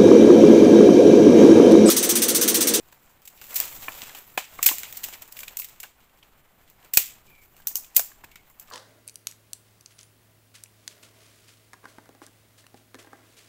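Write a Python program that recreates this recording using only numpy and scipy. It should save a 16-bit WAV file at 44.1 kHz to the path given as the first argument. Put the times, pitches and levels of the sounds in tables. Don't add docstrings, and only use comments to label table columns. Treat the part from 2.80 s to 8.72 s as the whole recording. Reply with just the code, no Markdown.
import sys
import numpy as np
from scipy import signal
from scipy.fft import rfft, irfft, next_fast_len
from scipy.io import wavfile
from scipy.ndimage import map_coordinates

SR = 44100
rng = np.random.default_rng(int(sys.argv[2]) if len(sys.argv) > 2 else 0)


def undo_db(level):
    steps = np.asarray(level, float) / 20
    return 10 ** steps


def generate_wav(signal):
    frames = np.transpose(np.atleast_2d(signal))
    scaled = np.clip(frames, -1, 1) * 32767
    pcm = np.round(scaled).astype(np.int16)
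    wavfile.write(sys.argv[1], SR, pcm)


N = 261072


def unit(x):
    return x / np.sqrt(np.mean(x ** 2) + 1e-20)


def curves(rows):
    seconds, *columns = np.transpose(rows)
    t = np.arange(N) / SR
    return [np.interp(t, seconds, column) for column in columns]


def wobble(rate, count=N):
    knots = rng.standard_normal(size=count // 16)
    return map_coordinates(knots, [np.arange(count) * rate / SR + 2])


def filtered(x, response):
    size = next_fast_len(N + SR // 2)
    hz = np.fft.rfftfreq(size, 1 / SR)
    return irfft(rfft(x, size) * response(hz), size)[..., :N]


def coloured(spectrum):
    points_hz, points_db = np.transpose(spectrum)

    def response(hz):
        return undo_db(np.interp(np.log(hz + 1), np.log(points_hz), points_db))
    return unit(filtered(rng.standard_normal(N), response))


def band(x, peak_hz, width_hz, low_hz, high_hz, skirt=0.43):
    def edge(u):
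        return 1 / (1 + np.sqrt(2) * u + u * u)

    def response(hz):
        f = hz + 1
        skirts = edge(low_hz / (1j * f)) ** 2 * edge(1j * f / high_hz) ** 2
        peak = 1j * f * width_hz / (peak_hz ** 2 - f * f + 1j * f * width_hz)
        return skirts * (skirt + peak)
    hz = np.fft.rfftfreq(4096, 1 / SR)[1:]
    return filtered(x, response) / np.sqrt(np.mean(np.abs(response(hz)) ** 2))


# time in seconds, strength in dB, share of bark rubbing on bark in dB.
STIR = [(0, -61, -1), (.48, -66.5, 1), (.6, -56, -5), (.81, -38, 0.5), (.94, -44.5, -3), (1.3, -44.5, 0),
        (1.6, -61.5, -4), (1.76, -47.5, -0.5), (2.21, -46, -3), (2.46, -55.5, 0.5), (2.6, -47, -4.5),
        (2.8, -61.5, 3), (2.92, -56.5, 1), (3.08, -70, 0.5), (4.3, -63.5, 2.5), (4.6, -63, -3.5),
        (5.05, -63, 1.5), (5.92, -65.5, -0.5)]
STIR_USUAL_DB = -55
# start in seconds, length in seconds, strength in dB.
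BRUSHES = [(0.19, 0.14, -62), (1.351, 0.054, -43.5), (2.316, 0.052, -44), (2.4, .04, -49),
           (3.199, 0.062, -65.5), (3.37, .04, -63.5), (3.568, 0.062, -64), (3.764, 0.11, -64.5),
           (3.861, 0.062, -62.5), (4.035, 0.039, -69.5), (4.443, 0.098, -64), (4.61, 0.063, -61.5),
           (4.737, .09, -62), (5.433, 0.018, -52), (5.781, 0.077, -54.5)]


def stirring():
    t = np.arange(N) / SR
    brush = np.zeros(N)
    for start, length, db in BRUSHES:
        brush += undo_db(db) * np.sin(np.pi * np.clip((t - start) / length, 0, 1))
    stir = undo_db(curves(STIR)[0])
    return 10 * np.log10(stir ** 2 + brush ** 2) - STIR_USUAL_DB


# frequency in Hz, level in dB per Hz.
HISS = [(120, -27), (200, -6), (295, -7), (754, -5.5), (1700, -11), (2410, -10.5), (5520, -21),
        (14900, -13.5), (16400, -36)]


def forest():
    return undo_db(-69) * coloured(HISS)


# frequency in Hz, level in dB per Hz.
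GROUND = [(15, 5.5), (30, -1), (60, -3.5), (125, -5.5), (250, -11.5), (400, -14), (800, -40)]


def rumble():
    level_db = -63.5 + 0.29 * stirring()
    unsteady_db = 2.5 + 1.4 * wobble(10) + 1.0 * wobble(18)
    return undo_db(level_db + unsteady_db) * coloured(GROUND)


# peak in Hz, width in Hz, low edge in Hz, high edge in Hz.
BANDS = [
    (14530, 3800, 16350, 15500),
    (7560, 1100, 4260, 7700),
    (2520, 2200, 1234, 5180),
    (860, 1000, 160, 3080),
]
# level in dB at usual stir, growth in dB per dB of stir, share of the bark dB.
LEAF_BANDS = [
    (-0.5, 1.0, -1),
    (-7.5, 1.12, -0.3),
    (-7, 1.086, 0.7),
    (-4, 0.66, 0.5),
]


def leaves():
    ticks = (rng.random(N) < 1100 / SR) * rng.exponential(size=N)
    tick_fade = np.exp(-np.arange(SR // 100) / SR / 0.00038)
    crackle = signal.fftconvolve(ticks, tick_fade)[:N]
    flicker = undo_db(1.1 * wobble(9) + 1.2 * wobble(28) + 1.5 * wobble(90))
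    shared = flicker * (1 + 0.5 * np.minimum(crackle, 2.5))
    stir_db, bark_db = stirring(), curves(STIR)[1]
    out = np.zeros(N)
    for (db, growth, share), shape in zip(LEAF_BANDS, BANDS):
        layer = unit(shared * undo_db(1.4 * wobble(40))) * rng.standard_normal(N)
        level_db = STIR_USUAL_DB + db + growth * stir_db + share * bark_db
        out += undo_db(level_db) * band(layer, *shape)
    return out


# start in seconds, length in seconds, pitch in Hz, level in dB, fall of pitch in Hz per second.
SWINGS = [
    (4.475, .18, 2450, -64, 1350),
    (5.5, .12, 2250, -67, 500),
]


def swish():
    t, out = np.arange(N) / SR, np.zeros(N)
    eddy_hz = 330
    for start, length, hz, db, sag in SWINGS:
        swell = np.sin(np.pi * np.clip((t - start) / length, 0, 1)) ** 0.4 * (t < start + length)
        eddies = 1.0 + 1.3 * (wobble(eddy_hz) + 1j * wobble(eddy_hz))
        turns = np.cumsum(hz - sag * (t - start)) / SR
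        out += swell * undo_db(db) * np.real(eddies * np.exp(2j * np.pi * turns))
    return out


# time in seconds, peak in dB, pitch in Hz.
THUDS = [(0.477, -54, 800), (0.618, -50, 560), (1.084, -35, 290), (1.085, -34, 720), (1.5765, -20, 760),
         (1.789, -42, 280), (1.862, -34, 820), (2.034, -47, 260), (2.286, -49, 270), (2.287, -46, 1050),
         (3.032, -44, 760), (4.97, -52, 600), (1.228, -48, 520), (1.5765, -33, 200), (1.79, -42, 480),
         (1.862, -38, 240), (1.864, -41, 520), (1.888, -40, 500), (1.902, -41, 300), (1.9125, -31, 300),
         (1.94, -39, 720), (2.034, -45, 480), (2.252, -51, 520), (2.286, -49, 500), (2.632, -54, 500),
         (3.037, -53, 400), (3.047, -51, 520), (4.137, -52, 420), (4.172, -26, 540), (4.196, -40, 400),
         (4.871, -47, 380), (4.8715, -48, 750), (4.912, -48, 300), (4.956, -46, 280), (5.195, -34, 520),
         (5.207, -52, 280), (5.557, -56, 300)]


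def thuds():
    out, t = np.zeros(N + SR), np.arange(SR // 8) / SR
    for start, db, hz in THUDS:
        fade = undo_db(db - 60 * t / 0.03) * (1 - np.exp(-t / 0.0012))
        out[round(start * SR):][:len(t)] += fade * np.sin(2 * np.pi * hz * t)
    return out[:N]


# time in seconds, peak in dB, low tone in Hz, bending tone in Hz, bending tone in dB over the low one.
KNOCKS = [(0.126, -45, 960, 1600, -4), (0.6172, -40.5, 1450, 1530, -7), (1.0819, -22, 1750, 2900, -6.5),
          (1.083, -23, 1052, 2400, 3), (1.2282, -39, 264, 2370, -16), (1.3493, -37, 800, 3060, -5),
          (1.7887, -34, 715, 2190, 5), (1.7917, -26, 1134, 2220, -15), (1.9139, -23.5, 1030, 1590, -16),
          (2.0332, -38, 1540, 2700, -6), (2.2856, -38.5, 840, 1490, -4), (2.632, -39, 1460, 2370, 6),
          (2.678, -48, 1210, 2450, 14), (3.0365, -35.5, 1500, 2800, 0.5), (3.0433, -40, 840, 1650, 3),
          (3.4269, -54, 1050, 3070, 12), (4.7442, -50.5, 750, 2860, -6), (4.8, -49, 863, 1610, 1.5),
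          (4.9118, -45.5, 850, 1750, -3), (5.3166, -47, 1090, 1650, 3), (5.4378, -36, 940, 2640, -12.5),
          (5.4411, -44, 305, 1675, 3.5), (5.5572, -44, 1390, 2290, 1), (5.9115, -35, 1110, 1600, -5)]
RECOILS = [(0.7984, -41, 1500, 2780, 4), (1.576, -14.5, 1010, 2500, 0), (1.5762, -17, 750, 1640, -10),
           (1.8276, -42, 1250, 2600, 15), (1.8644, -36, 850, 2520, 16.5), (1.8734, -40.5, 1500, 1600, 14),
           (1.8875, -30, 1520, 2400, 7), (1.893, -27.5, 893, 2658, 4), (2.7971, -42, 1010, 2640, 9),
           (4.1715, -21.5, 680, 2710, 9), (4.173, -25, 1430, 2500, 17), (4.8702, -43.5, 1510, 2000, 0),
           (4.955, -41, 1050, 2950, 11), (5.04, -54, 900, 2500, 6), (1.926, -46, 2700, 3200, 3),
           (4.1425, -44, 2000, 3550, 6), (4.186, -36, 1700, 2300, 2), (4.172, -26, 1850, 2390, 6),
           (1.5765, -27, 2130, 3320, -2), (5.176, -32.5, 636, 2450, 0), (5.1938, -24, 700, 1600, -5),
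           (4.193, -45, 600, 1500, -10), (1.915, -39, 320, 400, -3), (1.8473, -40, 1400, 1880, 4.5),
           (4.137, -44.5, 760, 1140, 0), (1.3, -40, 1700, 3300, -10), (4.984, -42.5, 830, 4400, -3),
           (5.8863, -51, 1225, 1830, -4.5), (5.703, -51, 1130, 2060, -4)]


def knocks():
    out, rattle, t = np.zeros(N + SR), np.zeros(N + SR), np.arange(SR // 8) / SR
    for rows, t60 in [(KNOCKS, 0.024), (RECOILS, 0.022)]:
        for start, db, low_hz, bend_hz, bend_db in rows:
            fade = undo_db(db - 60 * t / t60) * (1 - np.exp(-(t / 0.00061) ** 2))
            low = np.sin(2 * np.pi * low_hz * t)
            bend = undo_db(bend_db) * np.sin(2 * np.pi * bend_hz * t + 2 * np.pi * rng.random())
            scatter = undo_db(db - 21 - 60 * t / 0.17)
            first = round(start * SR)
            out[first:][:len(t)] += fade * (low + bend)
            rattle[first:][:len(t)] += (undo_db(-12) * fade + scatter) * rng.standard_normal(len(t))
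    return out[:N] + band(rattle[:N], 1000, 1300, 380, 2600)


# time in seconds, peak in dB, push time in seconds.
THUMP = (4.1715, -29.5, .0018)


def air_thump():
    start, db, push = THUMP
    u = np.clip(np.arange(N) / SR - start, 0, None) / push
    return -undo_db(db) * u * np.exp(1 - u)


# seconds to fall 60 dB, for the crisp, middle and wood bands.
SCATTER_T60 = [0.26, 0.33, 0.38]
# scatter change in dB, for the same bands.
SCATTER_TILT_DB = [-0.7, -0.75, -2]


def crack(force, start, db, wood_db, tear_ms, scatter_db, thin):
    t = np.arange(SR // 4) / SR
    t60, tilt_db = np.array(SCATTER_T60)[:, None], np.array(SCATTER_TILT_DB)[:, None]
    tear_fade = np.exp(-(t / (tear_ms / 900)) ** 1.7)
    tear = np.minimum(t / 0.00049, 1) * tear_fade * undo_db(1.9 * wobble(810, count=len(t)))
    tail_db = scatter_db + tilt_db - 60 * t / t60 + 2.1 * wobble(330, count=len(t))
    tail = undo_db(tail_db) * (1 + 1.4 * np.exp(-t / 0.016)) * (1 - np.exp(-t / 0.004))
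    middle_db = -7 if thin else -3 + 0.29 * wood_db
    levels = undo_db(db + np.array([[1.1], [middle_db], [wood_db - 1.5]]))
    lanes = [0, 3 if thin else 1, 2]
    first = round(start * SR)
    force[lanes, first:first + len(t)] += levels * (tear + tail) * rng.standard_normal((3, len(t)))


# time in seconds, crisp band in dB,
# wood band in dB over the crisp one, tearing time in milliseconds, scatter in dB.
BREAKS = [(0.7425, -21.5, -19, .8, -15), (0.7577, -21, -14.5, 2.5, -4.5), (0.8016, -12.5, -15.5, 1.2, -22),
          (1.575, -21.5, 1, 1.3, -16.5), (1.577, -32.5, 8, 5.6, -21), (1.8275, -13.5, -11.5, 4.5, -12.5),
          (1.8597, -13.5, -9, 2.9, -19.5), (1.8628, -6, -16, 2.6, -14), (1.8692, -8, -19, 1.6, -16),
          (1.8872, -22, 3, 4.5, -17), (2.2335, -33, -1.5, 2.3, -14), (2.2385, -28.5, -8.5, 7.3, -10.5),
          (2.7695, -22, -17.5, 3.7, -18), (2.789, -26.5, -22, 3.5, -13), (2.796, -28.5, -29, 4.9, -7.5),
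          (4.1352, -25, -12.5, 6.9, -22.5), (4.138, -10, -17, 1.0, -19), (4.1716, -5, -18.5, 4.2, -15.5),
          (4.1725, -4, -4.5, 3.3, -24), (4.182, -31, -4, 3.2, -22.5), (5.1468, -41, -12.5, 2.5, -3),
          (5.1585, -29, -20, 5, -8), (5.1646, -5, -20, 3.8, -19), (5.1933, -18.5, -10, 5, -22)]
SPLINTERS = [(1.8665, -12, -13, 2.2, -16), (1.875, -11, -17, 2, -15), (1.8805, -16, -16, 2, -18),
             (1.884, -16, -16, 1, -20), (4.8733, -17, -26, 2.2, -22), (4.8818, -25, -24, 1.5, -20),
             (4.9515, -33, -22, 4, -20), (4.144, -27, -16, 3, -14), (5.1702, -9, -28, 1.6, -20),
             (5.1727, -14, -33, 1, -22), (5.178, -19, -32, 3, -20), (5.1832, -20, -32, 2, -20),
             (5.2028, -20, -24, 2, -18)]
THIN = [
    (4.8711, -7.5, -22, 1.2, -27),
    (4.955, -49, -20, 2, -20),
    (4.9555, -10, -24, 1.33, -21),
]
PULLING = [(0.1244, -50.5, 0.5, 4.1), (0.419, -47.5, -4, 0.96), (0.4526, -46.5, -10, 8),
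           (0.475, -35.5, -9, 4.5), (0.576, -49.5, 10, 0.54), (0.6142, -35.5, -1, 1.1),
           (0.64, -44, -2, 2.6), (0.7074, -48, -24, 3.2), (0.8519, -37, -16, 7.3), (0.878, -35, -3, 1.5),
           (1.082, -42, -4, 3), (1.1205, -43.5, 2, 3.1), (1.2183, -34.5, 5, 1.85), (1.294, -43, 2, 3),
           (1.348, -36, 2, 1.9), (1.3862, -40, -21, 3.7), (1.7886, -47, 4.5, 3.5), (0.085, -57.5, 4, 2),
           (0.117, -53, -5, 2), (0.7535, -34, -16, 5), (0.667, -43, -9, 2.5), (1.035, -55, -6, 1.3),
           (1.8006, -57, -2, 1)]
STRIPPING = [(1.922, -32, -16, 6.9), (1.9834, -22.5, -11, 0.92), (2.0327, -31, 4, 2),
             (2.1253, -33.5, -8, 3), (2.1695, -33, -15, 7.8), (2.2852, -32.5, -6.5, 2.1),
             (2.326, -49, 1, 3.3), (2.336, -48, 9, 8.3), (2.42, -36.5, -10.5, 6.6), (2.4774, -45, -16, 3),
             (2.522, -37, -14, 4.8), (2.567, -41.5, 1.5, 5.3), (2.5902, -32, -8, 2.3),
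             (2.604, -37, -6.5, 4.2), (2.6315, -38.5, -1.5, 5.3), (2.68, -39, 3, 4),
             (2.7464, -50, -26, 0.73), (2.8197, -38.5, 6, 1.6), (2.8439, -36, -9.5, 7),
             (2.8862, -39, -4, 1.2), (2.9606, -57, 6, 1.3), (3.0008, -32.5, -12.5, 4.7),
             (3.0305, -37, -2, 4.5), (3.036, -37.5, 0, 1.9)]
GRIPPING = [(3.2039, -55.5, 5.5, 1.2), (3.374, -55.5, 1.5, 1.4), (3.429, -60.5, 10.5, 3.9),
            (3.8766, -57, 4.5, 1.5), (3.8992, -46.5, -15, 2.2), (4.046, -48.5, -5.5, 3.3),
            (4.1495, -26, -18, 3.3), (4.4674, -51.5, 6, 0.72), (4.5511, -62, 10, 2.4),
            (4.6163, -58, -10.5, 6.1), (4.766, -45, -3.5, 1.2), (4.8001, -56, -11, 7.2),
            (4.8187, -61, 2, 7), (4.907, -45, -10, 4.9), (5.3162, -63.5, 11, 3.2), (5.442, -48.5, 0, 6.1),
            (5.5139, -57, 5, 6), (5.5569, -46, 3.5, 4.1), (5.6993, -46, -25, 1.8),
            (5.7964, -34.5, -20, 3.4), (5.8746, -49.5, 4.5, .86), (5.9007, -50, -7, 4.8),
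            (3.2953, -64.5, 6.5, 2.5), (4.002, -54.5, -21, 1), (5.713, -54, -25, 1.5), (4.028, -59, 4, 2),
            (4.4448, -59, 3, 1), (4.635, -58, -4.5, 4.8), (5.045, -43, -2.5, 2.2)]
# peak in Hz, width in Hz, low edge in Hz, high edge in Hz.
WOOD_BAND = (2520, 1500, 1650, 5180)


def snaps():
    force = np.zeros((4, N + SR))
    for row in [*BREAKS, *SPLINTERS]:
        crack(force, *row, thin=False)
    for row in THIN:
        crack(force, *row, thin=True)
    for rows, scatter_db in [(PULLING, -16.5), (STRIPPING, -16), (GRIPPING, -16.5)]:
        for row in rows:
            crack(force, *row, scatter_db, thin=False)
    thin_band = (6470, 2500, 5940, 8200)  # peak, width, low and high edge in Hz
    shapes = [*BANDS[:2], WOOD_BAND, thin_band]
    return sum(band(x[:N], *shape) for x, shape in zip(force, shapes))


def scene():
    background = forest() + rumble() + leaves()
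    handling = swish() + thuds() + knocks()
    return (background + handling + air_thump() + snaps())[None]


def roll_off(x):
    return signal.sosfilt(signal.butter(12, 16510, fs=SR, output="sos"), x)


def record(dry):
    bent = dry - 0.035 * np.minimum(dry ** 2, 1)
    clipped = bent / (1 + np.abs(bent / 1.2) ** 8) ** (1 / 8)

    def treble_end(hz):
        return undo_db(-np.clip((hz - 15500) / 12, 0, 42) - np.clip((hz - 16300) / 8, 0, 60))
    mic = filtered(clipped, treble_end)
    return roll_off(np.clip(mic, -1, 1))


dry = scene()
out = record(dry)
generate_wav(out)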